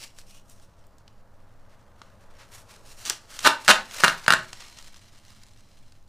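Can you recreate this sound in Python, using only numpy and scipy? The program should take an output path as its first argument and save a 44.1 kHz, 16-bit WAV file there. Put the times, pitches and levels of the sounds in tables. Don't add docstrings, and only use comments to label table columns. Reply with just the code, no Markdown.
import sys
import numpy as np
from scipy import signal
from scipy.fft import rfft, irfft
from scipy.io import wavfile

SR = 44100
rng = np.random.default_rng(int(sys.argv[2]) if len(sys.argv) > 2 else 0)


def generate_wav(sig):
    pcm = np.round(np.clip(np.atleast_2d(sig).T, -1, 1) * 32767).astype(np.int16)
    wavfile.write(sys.argv[1], SR, pcm)


N = 268524
TIME = np.arange(N) / SR

# pitch_hz, level_db
RUMBLE_SPECTRUM = [(3, -19.5), (8, 4.5), (13, 4.5), (20, -13), (35, -16.5), (70, -16.5), (110, -14.5),
                   (160, -27.5), (200, -23), (300, -29), (600, -48), (2000, -61.5)]
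# pitch_hz, level_db
AIR_SPECTRUM = [(100, -10), (300, -8.5), (440, -0.5), (560, 4.5), (680, 3), (750, -4), (830, 0.5),
                (1100, -0.5), (1500, -5), (1900, -11), (2500, -24), (5000, -26.5), (15000, -41)]
# time_s, rms_level_db
AIR_LEVEL = [(0, -65), (1.5, -62.5), (2.8, -58.5), (4.4, -67.5), (6.09, -71)]
# pitch_hz, rms_level_db
HUM_TONES = [(108, -66.5), (195, -73.5), (595, -80.5), (680, -82.5), (815, -80.5)]
# pitch_hz, level_db
HISS_SPECTRUM = [(100, 4.5), (1000, 1), (2500, -1), (8000, -7.5), (15000, -11.5)]
HISS_DB = -75.5

# start_s, hold_s, level_db, treble_over_level_db
STROKES = [(0, 0.048, -44.5, -6), (0.178, 0.017, -54.5, -2.5), (0.302, 0.073, -58.5, -0.5),
           (0.51, .018, -60.5, 3.5), (0.623, 0.0091, -62.5, -2), (1.725, 0.022, -70, -18),
           (2.04, 0.049, -70.5, -21), (2.207, 0.027, -70, -5), (2.391, 0.035, -59.5, -24),
           (2.534, 0.054, -55, 1), (2.711, 0.037, -53, -6), (2.86, 0.062, -55.5, -1.5),
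           (2.983, 0.052, -51.5, -1.5), (3.08, 0.02, -33.5, -10), (3.309, 0.066, -47.5, -5.5),
           (3.439, 0.042, -36.5, -5), (3.653, 0.11, -44.5, -6), (3.916, 0.013, -46, -4.5),
           (4.008, 0.081, -35.5, -8.5), (4.61, 0.041, -48, -17), (4.752, .04, -55.5, -17),
           (5.305, 0.12, -61, -9)]
STROKE_RISE_DB_PER_S, STROKE_FALL_DB_PER_S = 330, 292
# time_s, level_db
CONTACT_LEVEL = [(0, -74), (.7, -71), (1.45, -80.5), (1.6, -77.5), (1.9, -78), (2.8, -68), (3.25, -59.5),
                 (3.8, -53), (4.52, -49.5), (4.95, -56.5), (5.7, -65.5), (5.97, -66.5), (6.03, -72.5)]
CONTACT_TREBLE_DB = -9.5
# pitch_hz, level_db
PAPER_SPECTRUM = [(150, -9), (600, -5), (1500, -3), (2100, -2), (3200, -1.5), (4500, 0), (7000, -1.5),
                  (9000, -4.5), (12000, -11), (16000, -16)]
# pitch_hz, width_hz, level_db
PAPER_PEAKS = [(2766, 180, -9), (4070, 190, -7), (5500, 220, -5.5), (9340, 130, -6)]
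# time_s, level_db
STRIP_COLOUR = [(0, -35), (1.5, 11), (2.4, 9), (3.0, -13), (3.35, -1.5), (4.25, 1.5), (4.7, -12.5),
                (6.09, -4)]
# time_s, comb_spacing_hz
RUB_REFLECTION = [(0, 2760), (.5, 2900), (2.4, 1016), (3.2, 1520), (4.8, 996)]
REFLECTION_GAIN = 0.2
HISS_OVER_CRACKLE_DB = 4.5

# start_s, level_db, tilt_above_1_khz_db_per_octave
SNAPS = [(0.1862, -29, 1.5), (0.497, -36, 9), (.598, -44, 1), (0.867, -44, 16), (.983, -43.5, 8.5),
         (1.0783, -36, -1.5), (2.0164, -27, -6), (3.0975, -3.5, 4.5), (3.1048, -12.5, -3),
         (3.3904, -15, 1.5), (3.4402, -19, -1), (3.6473, -23.5, 1.5), (3.911, -25, -2), (3.9707, -25, 2.5),
         (4.0055, -16, -4), (4.2632, -15, -4), (4.530, -20.5, -2), (4.605, -31, -1), (4.943, -34, 0),
         (4.786, -28.5, 0), (5.4339, -35, 2), (5.9214, -39.5, 0)]
# pitch_hz, level_db
SNAP_SPECTRUM = [(100, -18), (600, -10.5), (1500, -2), (2300, -5), (3500, -0.5), (6500, -3), (9000, -8.5),
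                 (12000, -21.5), (16000, -23.5)]
LIGHT_RIP_S, LIGHT_RIP_GAP_S = 3.0524, .0055
LIGHT_RIP_DB, LIGHT_RIP_FADE_DB_PER_S, LIGHT_RIP_TILT_DB_PER_OCTAVE = -18.5, 112, 3

# start_s, slip_count, first_gap_s, last_gap_s, pluck_db, crack_db, swell_over_run_db
RIP_RUNS = [(3.4472, 9, 0.0033, .0033, -5.5, -6.5, 11.5), (3.68, 8, 0.0061, .0035, -1.5, -2, 2),
            (4.0367, 3, .0054, .0049, -.5, -4.5, -0.5), (4.0808, 2, .0168, .0168, -10.5, -13, -9.5),
            (4.2808, 4, .0243, .0132, 0, -5.5, -3)]
# pitch_hz, level_db, t60_s
STRIP_MODES = [(193, -23, 0.025), (630, -20.5, 0.012), (977, -13.5, 0.0065), (1457, 0.5, 0.0095),
               (1645, -6, 0.0076), (2260, -23, .006), (2657, -11, .006), (4000, -13, .004)]
# pitch_hz, level_db, t60_s
LONG_RINGS = [(240, -51, .25), (366, -53, .28), (644, -38, .2), (817, -41, .2), (867, -39, .2),
              (941, -36, .2), (1052, -40, .2), (1088, -37, .2), (1250, -32, .17), (1362, -32, .18),
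              (1573, -34, .15), (1816, -38, .2), (2815, -43, .16)]
# pitch_hz, level_db
CRACK_SPECTRUM = [(100, -13), (450, -6.5), (900, 0.5), (1300, 3.5), (2200, -3), (3000, -2.5), (4100, -2),
                  (5000, -8), (7500, -10.5), (10000, -15.5), (12500, -22.5), (16000, -28.5)]
# delay_s, level_db
FIRST_ECHOES = [(.0032, -19.5), (.0064, -21.5)]

# pitch_hz, level_db, t60_s
PANEL_MODES = [(124, -39, .55), (203, -52, .7), (367, -40, 0.49)]
PANEL_S = 4.3054
PRESS_FROM_S, PRESS_TO_S, TICK_OVER_CONTACT_DB, TICK_SPREAD_DB = 4.56, 6.7, 10, 1.5

# pitch_hz, t60_s, level_db
ROOM_RING = [(130, .42, -3), (240, .38, 3), (400, .33, -3), (900, .3, 2), (1400, .27, -2), (2200, .27, 1.5),
             (4000, .26, -1), (7300, .23, 0), (15000, .16, -2)]
# pitch_hz, level_db
STEREO_SPREAD = [(100, -60), (3300, -62), (4400, -27), (6000, -20), (8500, -13), (12000, -7), (16000, -5)]
EDGE_HZ = 15520


def amp(db):
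    return 10 ** (np.asarray(db) / 20)


def unit(x):
    return x / np.sqrt(np.mean(x ** 2) + 1e-20)


def read(points, hz):
    f, value = np.transpose(points)
    return np.interp(np.log(hz + 1), np.log(f + 1), value)


def curve(rows):
    return np.interp(TIME, *np.transpose(rows))


def add(mix, s, sound):
    part = mix[max(round(s * SR), 0):][:len(sound)]
    part += sound[:len(part)]


def colour(x, spectrum, tilt_db=0, size=8192):
    hz = abs(np.fft.fftfreq(size, 1 / SR))
    level_db = read(spectrum, hz) + tilt_db * np.log2(np.maximum(hz, 1000))
    log_gain = np.log(amp(level_db))
    response = np.exp(np.conj(signal.hilbert(log_gain)))
    taps = np.fft.ifft(response).real[:size // 2]
    return signal.oaconvolve(x, taps / np.linalg.norm(taps))[:len(x)]


def noise(spectrum):
    gain = amp(read(spectrum, np.fft.rfftfreq(N, 1 / SR)))
    return unit(irfft(rfft(rng.standard_normal(N)) * gain, N))


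def drift(hz):
    gain = np.exp(-(np.fft.rfftfreq(N, 1 / SR) / hz) ** 2)
    return unit(irfft(rfft(rng.standard_normal(N)) * gain, N))


def burst(life, spectrum, tilt_db=0, size=1024):
    u = np.arange(size) / SR / life
    threads = rng.standard_normal(size) * np.sqrt(u) * np.exp(-u)
    x = colour(threads, spectrum, tilt_db, size=size)
    return x / np.linalg.norm(x) * np.sqrt(SR / 1000)


def plucked(modes, t, shift=1, phase=0):
    hz, db, t60 = np.transpose(modes)[:, :, None]
    decay = amp(db) * np.exp(-np.log(1000) * t / t60)
    return (decay * np.sin(2 * np.pi * hz * shift * t + phase)).sum(0)


def background(rumble_db=-50, waver=0.25):
    hum = np.zeros(N)
    for hz, db in HUM_TONES:
        level = amp(db) * np.sqrt(2) * (1 + waver * drift(1.8))
        hum += level * np.sin(2 * np.pi * hz * TIME + drift(9))
    rumble = amp(rumble_db) * noise(RUMBLE_SPECTRUM)
    air = amp(curve(AIR_LEVEL)) * noise(AIR_SPECTRUM)
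    return rumble + air + hum


def hiss():
    return amp(HISS_DB) * noise(HISS_SPECTRUM)


def rubbing_gains():
    body_power = amp(curve(CONTACT_LEVEL)) ** 2
    treble_power = body_power * amp(CONTACT_TREBLE_DB) ** 2
    for start, hold, db, treble_db in STROKES:
        rise_db = STROKE_RISE_DB_PER_S * np.maximum(start - TIME, 0)
        fall_db = STROKE_FALL_DB_PER_S * np.maximum(TIME - start - hold, 0)
        power = amp(db - rise_db - fall_db) ** 2
        body_power = body_power + power
        treble_power = treble_power + power * amp(treble_db) ** 2
    return np.sqrt(body_power), np.sqrt(treble_power)


def rustle(grains_per_s=500, grain_life=0.001, flutter_db=2.2, split_hz=6500, treble_db=5,
           strip_hz=1450, strip_db=-6):
    happens = rng.random(N) < grains_per_s / SR
    sizes = amp(4.5 * np.minimum(rng.exponential(1, N), 3.5)) * happens
    u = np.arange(SR // 100) / SR / grain_life
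    grains = unit(signal.oaconvolve(sizes, u * np.exp(-u))[:N])
    strength = (grains + amp(HISS_OVER_CRACKLE_DB)) * amp(flutter_db * drift(32))
    drive = unit(strength * rng.standard_normal(N))

    plain = colour(drive, PAPER_SPECTRUM)
    paper = plain.copy()
    for hz, width, db in PAPER_PEAKS:
        paper += amp(db) * signal.lfilter(*signal.iirpeak(hz, hz / width, SR), plain)
    delay = 1 / curve(RUB_REFLECTION) + 2e-5 * drift(5)
    paper = unit(paper + REFLECTION_GAIN * np.interp(TIME - delay, TIME, paper))

    body = signal.sosfiltfilt(signal.butter(2, split_hz, fs=SR, output="sos"), paper)
    treble = amp(treble_db) * (paper - body)
    strip = unit(signal.lfilter(*signal.iirpeak(strip_hz, 1, SR), drive))
    strip = strip * amp(curve(STRIP_COLOUR) + strip_db)
    body_gain, treble_gain = rubbing_gains()
    return body_gain * (body + strip) + treble_gain * treble


def snaps(life=0.0016, level_db=-8.0, count=7, jitter=0.14):
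    gaps = 1 + jitter * rng.standard_normal(count - 1)
    after = LIGHT_RIP_GAP_S * np.cumsum([0, *gaps])
    row = [(LIGHT_RIP_S + t, LIGHT_RIP_DB - LIGHT_RIP_FADE_DB_PER_S * t, LIGHT_RIP_TILT_DB_PER_OCTAVE)
           for t in after]
    out = np.zeros(N)
    for s, db, tilt_db in SNAPS + row:
        add(out, s, amp(db + level_db) * burst(life, SNAP_SPECTRUM, tilt_db))
    return out


def scrape(start=.285, end=.415, from_hz=2650, to_hz=3100, width_hz=500, level_db=-63):
    t = np.arange(0, end - start, 1 / SR)
    turn = np.exp(2j * np.pi * np.cumsum(np.linspace(from_hz, to_hz, len(t))) / SR)
    band = np.zeros(len(t), complex)
    for k in (1, 2):
        wander = (drift(width_hz) + 1j * drift(width_hz))[:len(t)]
        band += turn ** k / k * wander
    out = np.zeros(N)
    add(out, start, amp(level_db) * band.real * signal.windows.tukey(len(t)))
    return out


def slips():
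    for start, count, first_gap, last_gap, pluck_db, crack_db, swell_db in RIP_RUNS:
        count = round(count)
        times = start + np.cumsum([0, *np.geomspace(first_gap, last_gap, count - 1)])
        for s, db in zip(times, swell_db * np.linspace(-.5, .5, count)):
            yield s, pluck_db + db, crack_db + db


def rips(life=0.00097, detune=0.03, pluck_db=2, crack_db=-4, release=0.00043, lead=0.00043,
         tear_life=.004, tear_db=-10, ring_db=2):
    out = np.zeros(N)
    t = np.arange(SR // 3) / SR
    for s, slip_db, snap_db in slips():
        shift = 1 + detune * (2 * rng.random((len(STRIP_MODES), 1)) - 1)
        strip = amp(pluck_db) * plucked(STRIP_MODES, t, shift=shift)
        phase = 2 * np.pi * rng.random((len(LONG_RINGS), 1))
        rings = amp(ring_db) * plucked(LONG_RINGS, t, phase=phase)
        add(out, s, amp(slip_db) * (strip + rings) * (1 - np.exp(-t / release)))
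        add(out, s - lead, amp(snap_db + crack_db) * burst(life, CRACK_SPECTRUM))
        add(out, s, amp(snap_db + tear_db) * burst(tear_life, CRACK_SPECTRUM))
    echoes = sum(amp(db) * np.interp(TIME - delay, TIME, out) for delay, db in FIRST_ECHOES)
    return out + echoes


def panel():
    out = np.zeros(N)
    add(out, PANEL_S, plucked(PANEL_MODES, np.arange(SR) / SR))
    return out


def ticks(count=36, life=0.00087, tilt_db=2):
    out = np.zeros(N)
    for where, size in zip(rng.random(count), rng.standard_normal(count)):
        s = PRESS_FROM_S + where * (PRESS_TO_S - PRESS_FROM_S)
        contact_db = np.interp(s, *np.transpose(CONTACT_LEVEL))
        db = contact_db + TICK_OVER_CONTACT_DB + TICK_SPREAD_DB * size
        add(out, s, amp(db) * burst(life, SNAP_SPECTRUM, tilt_db))
    return out


def tail(first=0.001, build=0.0021, size=12):
    count = SR // 2 // size
    taps = np.zeros(count * size)
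    places = np.arange(count) * size + rng.integers(0, size, count)
    taps[places] = rng.choice([-1, 1], count)
    hz, t, z = signal.stft(taps, SR, nperseg=256)
    table = np.array(ROOM_RING)
    t60 = read(table[:, [0, 1]], hz)[:, None]
    db = read(table[:, [0, 2]], hz)[:, None]
    taps = signal.istft(z * amp(db) * np.exp(-np.log(1000) * t / t60), SR)[1]
    taps *= 1 - np.exp(-np.maximum(np.arange(len(taps)) / SR - first, 0) / build)
    return taps / np.linalg.norm(taps)


def room(x, wet_db):
    turn = 2 * np.pi * TIME / 2
    wet = sum(signal.fftconvolve(x * share, tail())[:N] for share in (np.cos(turn), np.sin(turn)))
    return x + amp(wet_db) * wet


def stereo(x, scattered, count=240, rumble_db=-67):
    hz = np.fft.rfftfreq(N, 1 / SR)
    phases = np.cumsum(rng.uniform(-np.pi, 0, count))
    scatter = np.interp(hz, np.linspace(0, SR / 2, count), phases)
    side = irfft(rfft(scattered) * amp(read(STEREO_SPREAD, hz)) * np.exp(1j * scatter), N)
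    low_pass = signal.butter(2, 90, fs=SR, output="sos")
    side += amp(rumble_db) * signal.sosfilt(low_pass, noise(RUMBLE_SPECTRUM))
    return np.array([x + side, x - side])


def scene(soft_spread_db=-12):
    soft = room(rustle() + snaps() + scrape() + ticks(), wet_db=-12.5)
    loud = room(rips(), wet_db=-9.0)
    high_pass = signal.butter(2, 100, "high", fs=SR, output="sos")
    tape = signal.sosfilt(high_pass, loud + soft)
    return stereo(background() + hiss() + tape + panel(), loud + amp(soft_spread_db) * soft)


def record(dry, order=6):
    clipped = dry / (1 + abs(dry) ** order) ** (1 / order)
    taps = signal.firwin(401, EDGE_HZ, window=("kaiser", 8), fs=SR)
    return signal.oaconvolve(clipped, taps[None], "same")


dry = scene()
out = record(dry)
generate_wav(out)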